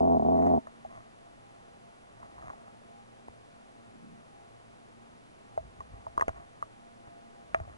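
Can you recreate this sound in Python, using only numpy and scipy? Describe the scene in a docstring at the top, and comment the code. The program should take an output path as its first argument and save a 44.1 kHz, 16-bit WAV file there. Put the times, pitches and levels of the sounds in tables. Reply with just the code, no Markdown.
"""A fish growls from its nest under a rock, guarding its eggs: sonic muscles drum on its swim bladder,
stumble, and drum on. Then it shifts about, scraping grit and knocking pebbles, with a few dull thuds.
One underwater microphone picks this up over water noise and the faint hum of a distant machine.
Its two channels carry the same signal, far out of phase, each with a little hiss of its own."""
import sys
import numpy as np
from scipy import signal
from scipy.fft import rfft, irfft, next_fast_len
from scipy.io import wavfile

SR = 44100
rng = np.random.default_rng(int(sys.argv[2]) if len(sys.argv) > 2 else 0)


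def digitize_waveform(pressure):
    """Quantize a signal to 16-bit integers and store it at the path in sys.argv[1].

    Rows of a 2-D input are taken as channels; values are limited to [-1, 1].
    """
    field = np.atleast_2d(pressure).T
    bounded = np.clip(field, -1, 1)
    quanta = np.round(bounded * 32767).astype(np.int16)
    wavfile.write(sys.argv[1], SR, quanta)


N = 342657


def amp(db):
    """Decibels to gain."""
    return 10 ** (np.asarray(db) / 20)


def unit(x):
    """Scaled to rms 1."""
    return x / np.sqrt(np.mean(x ** 2) + 1e-20)


def along(points, hz):
    """(frequency [Hz], value) points read on a log axis."""
    freqs, values = np.transpose(points)
    return np.interp(np.log(hz + 1), np.log(freqs + 1), values)


def filtered(x, response):
    """x passed through a response, given as a function of frequency."""
    size = 2 * next_fast_len(N // 2 + SR // 4)
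    return irfft(rfft(x, size) * response(np.fft.rfftfreq(size, 1 / SR)), size)[..., :N]


def causal(gain):
    """The response with this gain that rings only after the blow."""
    cepstrum = irfft(np.log(np.maximum(gain, 1e-6)))
    half = len(cepstrum) // 2
    return np.exp(rfft(np.r_[cepstrum[0], 2 * cepstrum[1:half], np.zeros(half)]))


def delay(hz, s):
    """The response of a delay of s seconds."""
    return np.exp(-2j * np.pi * hz * s)


def resonances(modes, hz, turn=1):
    """Response of (frequency [Hz], width [Hz], gain [dB]) modes; a negative turn opposes neighbours."""
    return sum(turn ** k * amp(db) * 1j * hz * width / (centre ** 2 - hz ** 2 + 1j * hz * width)
               for k, (centre, width, db) in enumerate(modes))


def noise(gain):
    """Noise of rms 1, shaped by a gain over frequency."""
    return unit(filtered(rng.standard_normal(N), gain))


def band(centre_hz, width_hz):
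    """Narrow noise of rms 1."""
    return noise(lambda hz: np.abs(resonances([(centre_hz, width_hz, 0)], hz)) ** 2)


def add(track, s, sound):
    """Mix a sound into the track at time s."""
    part = track[max(round(s * SR), 0):][:len(sound)]
    part += sound[:len(part)]


def muscle_beats(end_s=0.589, jitter_s=0.00046, scatter_db=1, accent_db=1.0):
    """One tug per muscle beat, slightly uneven; every third is accented, and a faltering muscle skips."""
    # runs of beats, each lasting until the next:
    # (start [s], rate [beats/s], level [dB], misfire of every other beat [dB])
    runs = [(.0072, 87, 1.5, -4), (0.1109, 84, 0, 1), (0.1705, 75, 0, -15), (0.251, 84, -3, 3),
            (0.3215, 88, -0.5, -1), (.436, 90, -1, 1), (.503, 84, -2, 2.5), (0.5502, 77, 0, -4)]
    stops = [run[0] for run in runs[1:]] + [end_s]
    tugs = np.zeros(N)
    for (start, rate, run_db, misfire_db), stop in zip(runs, stops):
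        count = max(round((stop - start) * rate), 1)
        for k, s in enumerate(np.linspace(start, stop, count, endpoint=False)):
            late, strong = rng.standard_normal(2)
            db = run_db + accent_db * (k % 3 == 0) + misfire_db * (k % 2) + scatter_db * strong
            add(tugs, s + jitter_s * late, amp([db]))
    return tugs


def growl(release_s=0.003326, release_db=-1.5, bladder_lag_s=0.00234, lead_s=0.0018, edge_hz=865,
          bladder_db=-0.2, hollow_db=-2.0):
    """Each beat swings the bladder; its pull and release ring the hollow, so hard beats are brighter."""
    # modes of the swim bladder: (frequency [Hz], width [Hz], gain [dB])
    bladder = [(104.5, 96, 9.5), (229.5, 63.4, 23.5), (275, 37.4, 23), (420.5, 96, 15)]
    # the nest hollow as the growl rings it: (frequency [Hz], width [Hz], gain [dB])
    hollow = [(649, 43.7, 27), (700, 254, 15), (918, 28, 27), (1124, 47, 22)]
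    tugs = muscle_beats()
    swing = filtered(np.sqrt(tugs),
                     lambda hz: resonances(bladder, hz, turn=-1.048) * delay(hz, bladder_lag_s))
    snap = filtered(tugs,
                    lambda hz: resonances(hollow, hz) * (amp(release_db) * delay(hz, release_s) - 1))
    drumming = amp(bladder_db) * swing + amp(hollow_db) * snap
    # soft tissue passes no treble; the pull starts shortly before the beat peaks
    tissue = signal.butter(8, 1, analog=True)
    return filtered(drumming, lambda hz: signal.freqs(*tissue, hz / edge_hz)[1] * delay(hz, -lead_s))


def background(water_db=-56.0):
    """The bed of the place: steady water noise and the wavering hum of a distant machine."""
    # lines of the machine's hum: (frequency [Hz], width [Hz], level [dB])
    hum_lines = [(114.6, 6.9, -68.5), (231.8, 2.2, -65), (689, 4.2, -63), (803.5, 6.3, -63.5)]
    # spectrum of the water around the microphone: (frequency [Hz], relative level [dB])
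    water = [(20, -12), (60, -14), (125, -3.5), (170, -2), (240, -1), (320, -1.5), (520, -1), (670, 1),
             (880, -3.5), (1150, -4), (1600, -10.5), (2600, -19), (5000, -27), (11000, -29.5)]
    hum = sum(amp(db) * band(hz, width_hz) for hz, width_hz, db in hum_lines)
    return hum + amp(water_db) * noise(lambda hz: amp(along(water, hz)))


def stroke(peak_s, length_s, bluntness, rise_share=0.55, depth_db=22.5):
    """Gain of one movement: it builds from depth_db down and lets go; blunter ones hold their peak."""
    t = np.arange(N) / SR - peak_s
    from_peak = np.maximum(-t / rise_share, t / (1 - rise_share)) / length_s
    return amp(-depth_db * np.minimum(from_peak, 10) ** bluntness)


def scrape(grains_per_s=800, rumble_hz=72, rumble_width_hz=70, bluntness=1.06):
    """Each shift of the body sets off many tiny slips of grit, over the rumble of its sliding."""
    # spectrum of slipping grit: (frequency [Hz], relative level [dB])
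    grit_spectrum = [(50, -4.5), (200, -4.5), (520, -11), (660, 8.5), (850, -3.5), (1150, 2), (1550, -13.5),
                     (2000, -9.5), (3000, -31.5), (5400, -44.5), (6500, -31), (7900, -43), (9300, -37.5),
                     (11000, -52.5)]
    # shifts of the body: (time of the hardest push [s], length [s], grit [dB], rumble [dB])
    moves = [(0.457, 0.3, -38.5, -76), (0.965, 0.3, -47, -65), (2.245, 0.37, -54.5, -70),
             (2.477, 0.4, -46, -57), (2.682, 0.08, -49, -65), (5.636, .24, -62, -48.5),
             (5.968, 0.59, -55.5, -52), (6.373, 0.33, -48.5, -56), (7.08, .14, -56, -63),
             (7.583, 0.17, -49.5, -47), (7.712, 0.36, -53, -55.5)]
    grains = (rng.random(N) < grains_per_s / SR) * rng.standard_normal(N)
    grit = unit(filtered(grains, lambda hz: causal(amp(along(grit_spectrum, hz)))))
    rumble = band(rumble_hz, rumble_width_hz)
    return sum(stroke(s, length_s, bluntness) * (amp(grit_db) * grit + amp(rumble_db) * rumble)
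               for s, length_s, grit_db, rumble_db in moves)


def swell(t, hz, swell_s):
    """A heavily damped ring whose envelope peaks at 1 after swell_s."""
    return t / swell_s * np.exp(1 - t / swell_s) * np.sin(2 * np.pi * hz * t)


def pebble(t, hz, cycles, hardness_db, tilt_per_octave=5.4, top_hz=2350):
    """One clack: the harder the contact, the stronger the upper modes; they die sooner."""
    # modes of a pebble at hardness 0 dB: (frequency [multiple of the pitch], level [dB])
    modes = [(1, 0), (1.75, -2.5), (2.45, -7.5), (3.25, -5.5)]
    clack = np.zeros(len(t))
    for k, (ratio, db) in enumerate(modes):
        mode_hz = ratio * hz
        gain = amp(db + tilt_per_octave * hardness_db * np.log2(ratio))
        gain /= np.hypot(1, (mode_hz / top_hz) ** 10)  # the water smothers high modes
        clack += (-1) ** k * gain * swell(t, mode_hz, cycles / mode_hz)
    return clack


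def thud(floor_hz=83, swell_s=0.0055):
    """The nest floor gives a few slow cycles under any blow."""
    return swell(np.arange(SR // 4) / SR, floor_hz, swell_s)


def knocks(crack_db=7, crack_t60=0.016, crack_rise_s=0.00064,
           ring_db=3, ring_db_per_octave=-22, ring_rise_s=0.0024,
           thud_db=-22, thud_db_per_octave=-10, thud_lag_s=0.0045,
           echo_db=-11, echo_t60=0.041, echo_rise_s=0.003):
    """Pebble clacks that crack, ring the hollow, thud and echo off rocks, plus one faint, dry click."""
    # pebble clacks, and the broadband click at 3.28 s:
    # (time [s], level [dB], pitch [Hz], rise to the peak [cycles], hardness [dB])
    events = [(.6705, -32.5, 970, .7, -4), (.849, -32, 750, 2.6, -22), (2.229, -37, 1060, 1.3, -16),
              (2.381, -37, 980, 0.99, -14), (2.501, -28, 1110, 0.95, -11.5), (2.534, -39, 765, 2, -18),
              (3.2825, -39.5, 302, 0.14, 1), (5.5761, -22, 730, 0.89, -10.5), (5.8048, -33, 1067, 2.7, -3),
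              (6.067, -26, 930, 1, -20), (6.1774, -17, 1090, 1.8, -5), (6.1962, -26.5, 1150, 1.2, -2),
              (6.2098, -19, 1088, 1.85, 0), (6.222, -17.5, 1103, 1.6, -5), (6.281, -16.5, 716, 0.23, -4),
              (6.292, -21.5, 910, .25, -9), (6.6255, -24, 1156, 1.33, -7.5),
              (7.5454, -21.5, 722, 1.46, 0.83), (7.6005, -37, 696, 1.1, -1), (7.677, -43.5, 700, 1.4, -12)]
    # modes of the water-filled hollow, main one first: (frequency [Hz], level [dB], t60 [s])
    nest = [(657.5, 2.5, 0.071), (770, -11, 0.023)]
    # spectrum of the crack: (frequency [Hz], gain [dB])
    crack_spectrum = [(60, -4.5), (150, -3.5), (450, 5.5), (800, 12), (1300, 6.5), (2000, -2.5),
                      (3000, -17), (3800, -25), (5500, -29), (6700, -20.5), (7900, -34), (9400, -23.5),
                      (11000, -33)]
    body, cracks = np.zeros(N), np.zeros(N)
    t = np.arange(SR // 8) / SR
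    hollow = sum(amp(db - 60 * t / t60) * np.sin(2 * np.pi * hz * t) for hz, db, t60 in nest)
    hollow *= 1 - np.exp(-t / ring_rise_s)
    echo_envelope = amp(-60 * t / echo_t60) * (1 - np.exp(-t / echo_rise_s))
    crack_envelope = amp(crack_db - 60 * t / crack_t60) * (1 - np.exp(-t / crack_rise_s))
    for s, db, hz, cycles, hardness_db in events:
        clack = pebble(t, hz, cycles, hardness_db)
        octaves = np.log2(hz / nest[0][0])  # above the hollow's main mode
        # every pebble lies elsewhere and has its own dense reflections
        walls = rng.standard_normal(len(t)) * echo_envelope
        echo = signal.fftconvolve(clack, walls / np.linalg.norm(walls))[:len(t)]
        # a clack far off the hollow's pitch, or shorter than one cycle, hardly sets it going
        ring = amp(ring_db + ring_db_per_octave * abs(octaves)) * min(cycles, 1) * hollow
        add(body, s, amp(db) * (clack + ring + amp(echo_db) * echo))
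        # higher-pitched pebbles are lighter and thud less
        add(body, s + thud_lag_s, amp(db + thud_db + thud_db_per_octave * octaves) * thud())
        add(cracks, s, amp(db + hardness_db) * crack_envelope * rng.standard_normal(len(t)))
    return body + filtered(cracks, lambda hz: causal(amp(along(crack_spectrum, hz))))


def swish(turn_s=4.08, length_s=0.41, centre_hz=200, width_hz=170, db=-54, bluntness=2.9):
    """A dull rush of water as the fish turns its head once."""
    return amp(db) * stroke(turn_s, length_s, bluntness) * band(centre_hz, width_hz)


def floor_thuds():
    """Low, dull thuds on the nest floor, some alone, some under a pebble's clack."""
    # thuds on the nest floor: (time [s], level [dB])
    blows = [(5.791, -43.5), (5.934, -40), (6.283, -41.5), (7.606, -33), (7.675, -45)]
    track = np.zeros(N)
    for s, db in blows:
        add(track, s, amp(db) * thud())
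    return track


def scene():
    """Everything reaches one underwater microphone, whose signal feeds both channels."""
    pressure = growl() + knocks() + floor_thuds() + scrape() + swish() + background()
    return np.array([pressure, pressure])


def record(dry, hiss_db=-62.0, top_hz=11150):
    """The right channel is turned in phase against the left; each adds hiss, and both end at top_hz."""
    # phase of the left channel over the right: (frequency [Hz], lead [rad])
    phase_lead = [(10, -4), (60, 0.7), (120, 1.5), (260, 2), (600, 2.5), (1200, 2.5), (2000, 2.5),
                  (2500, 3.5), (3300, 4), (5500, 5), (6600, 7.5), (7800, 7), (9200, 7), (11000, 7.5)]
    # spectrum of each channel's hiss: (frequency [Hz], relative level [dB])
    hiss_spectrum = [(20, 6), (120, 2), (700, -2), (1150, -8), (1600, -7.5), (2600, -9), (5000, -17.5),
                     (11000, -28)]
    left, right = dry
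    turned = np.array([left, filtered(right, lambda hz: np.exp(-1j * along(phase_lead, hz)))])
    hiss = amp(hiss_db) * np.array([noise(lambda hz: amp(along(hiss_spectrum, hz))) for _ in dry])
    return filtered(turned + hiss, lambda hz: hz < top_hz)


dry = scene()
out = record(dry)
digitize_waveform(out)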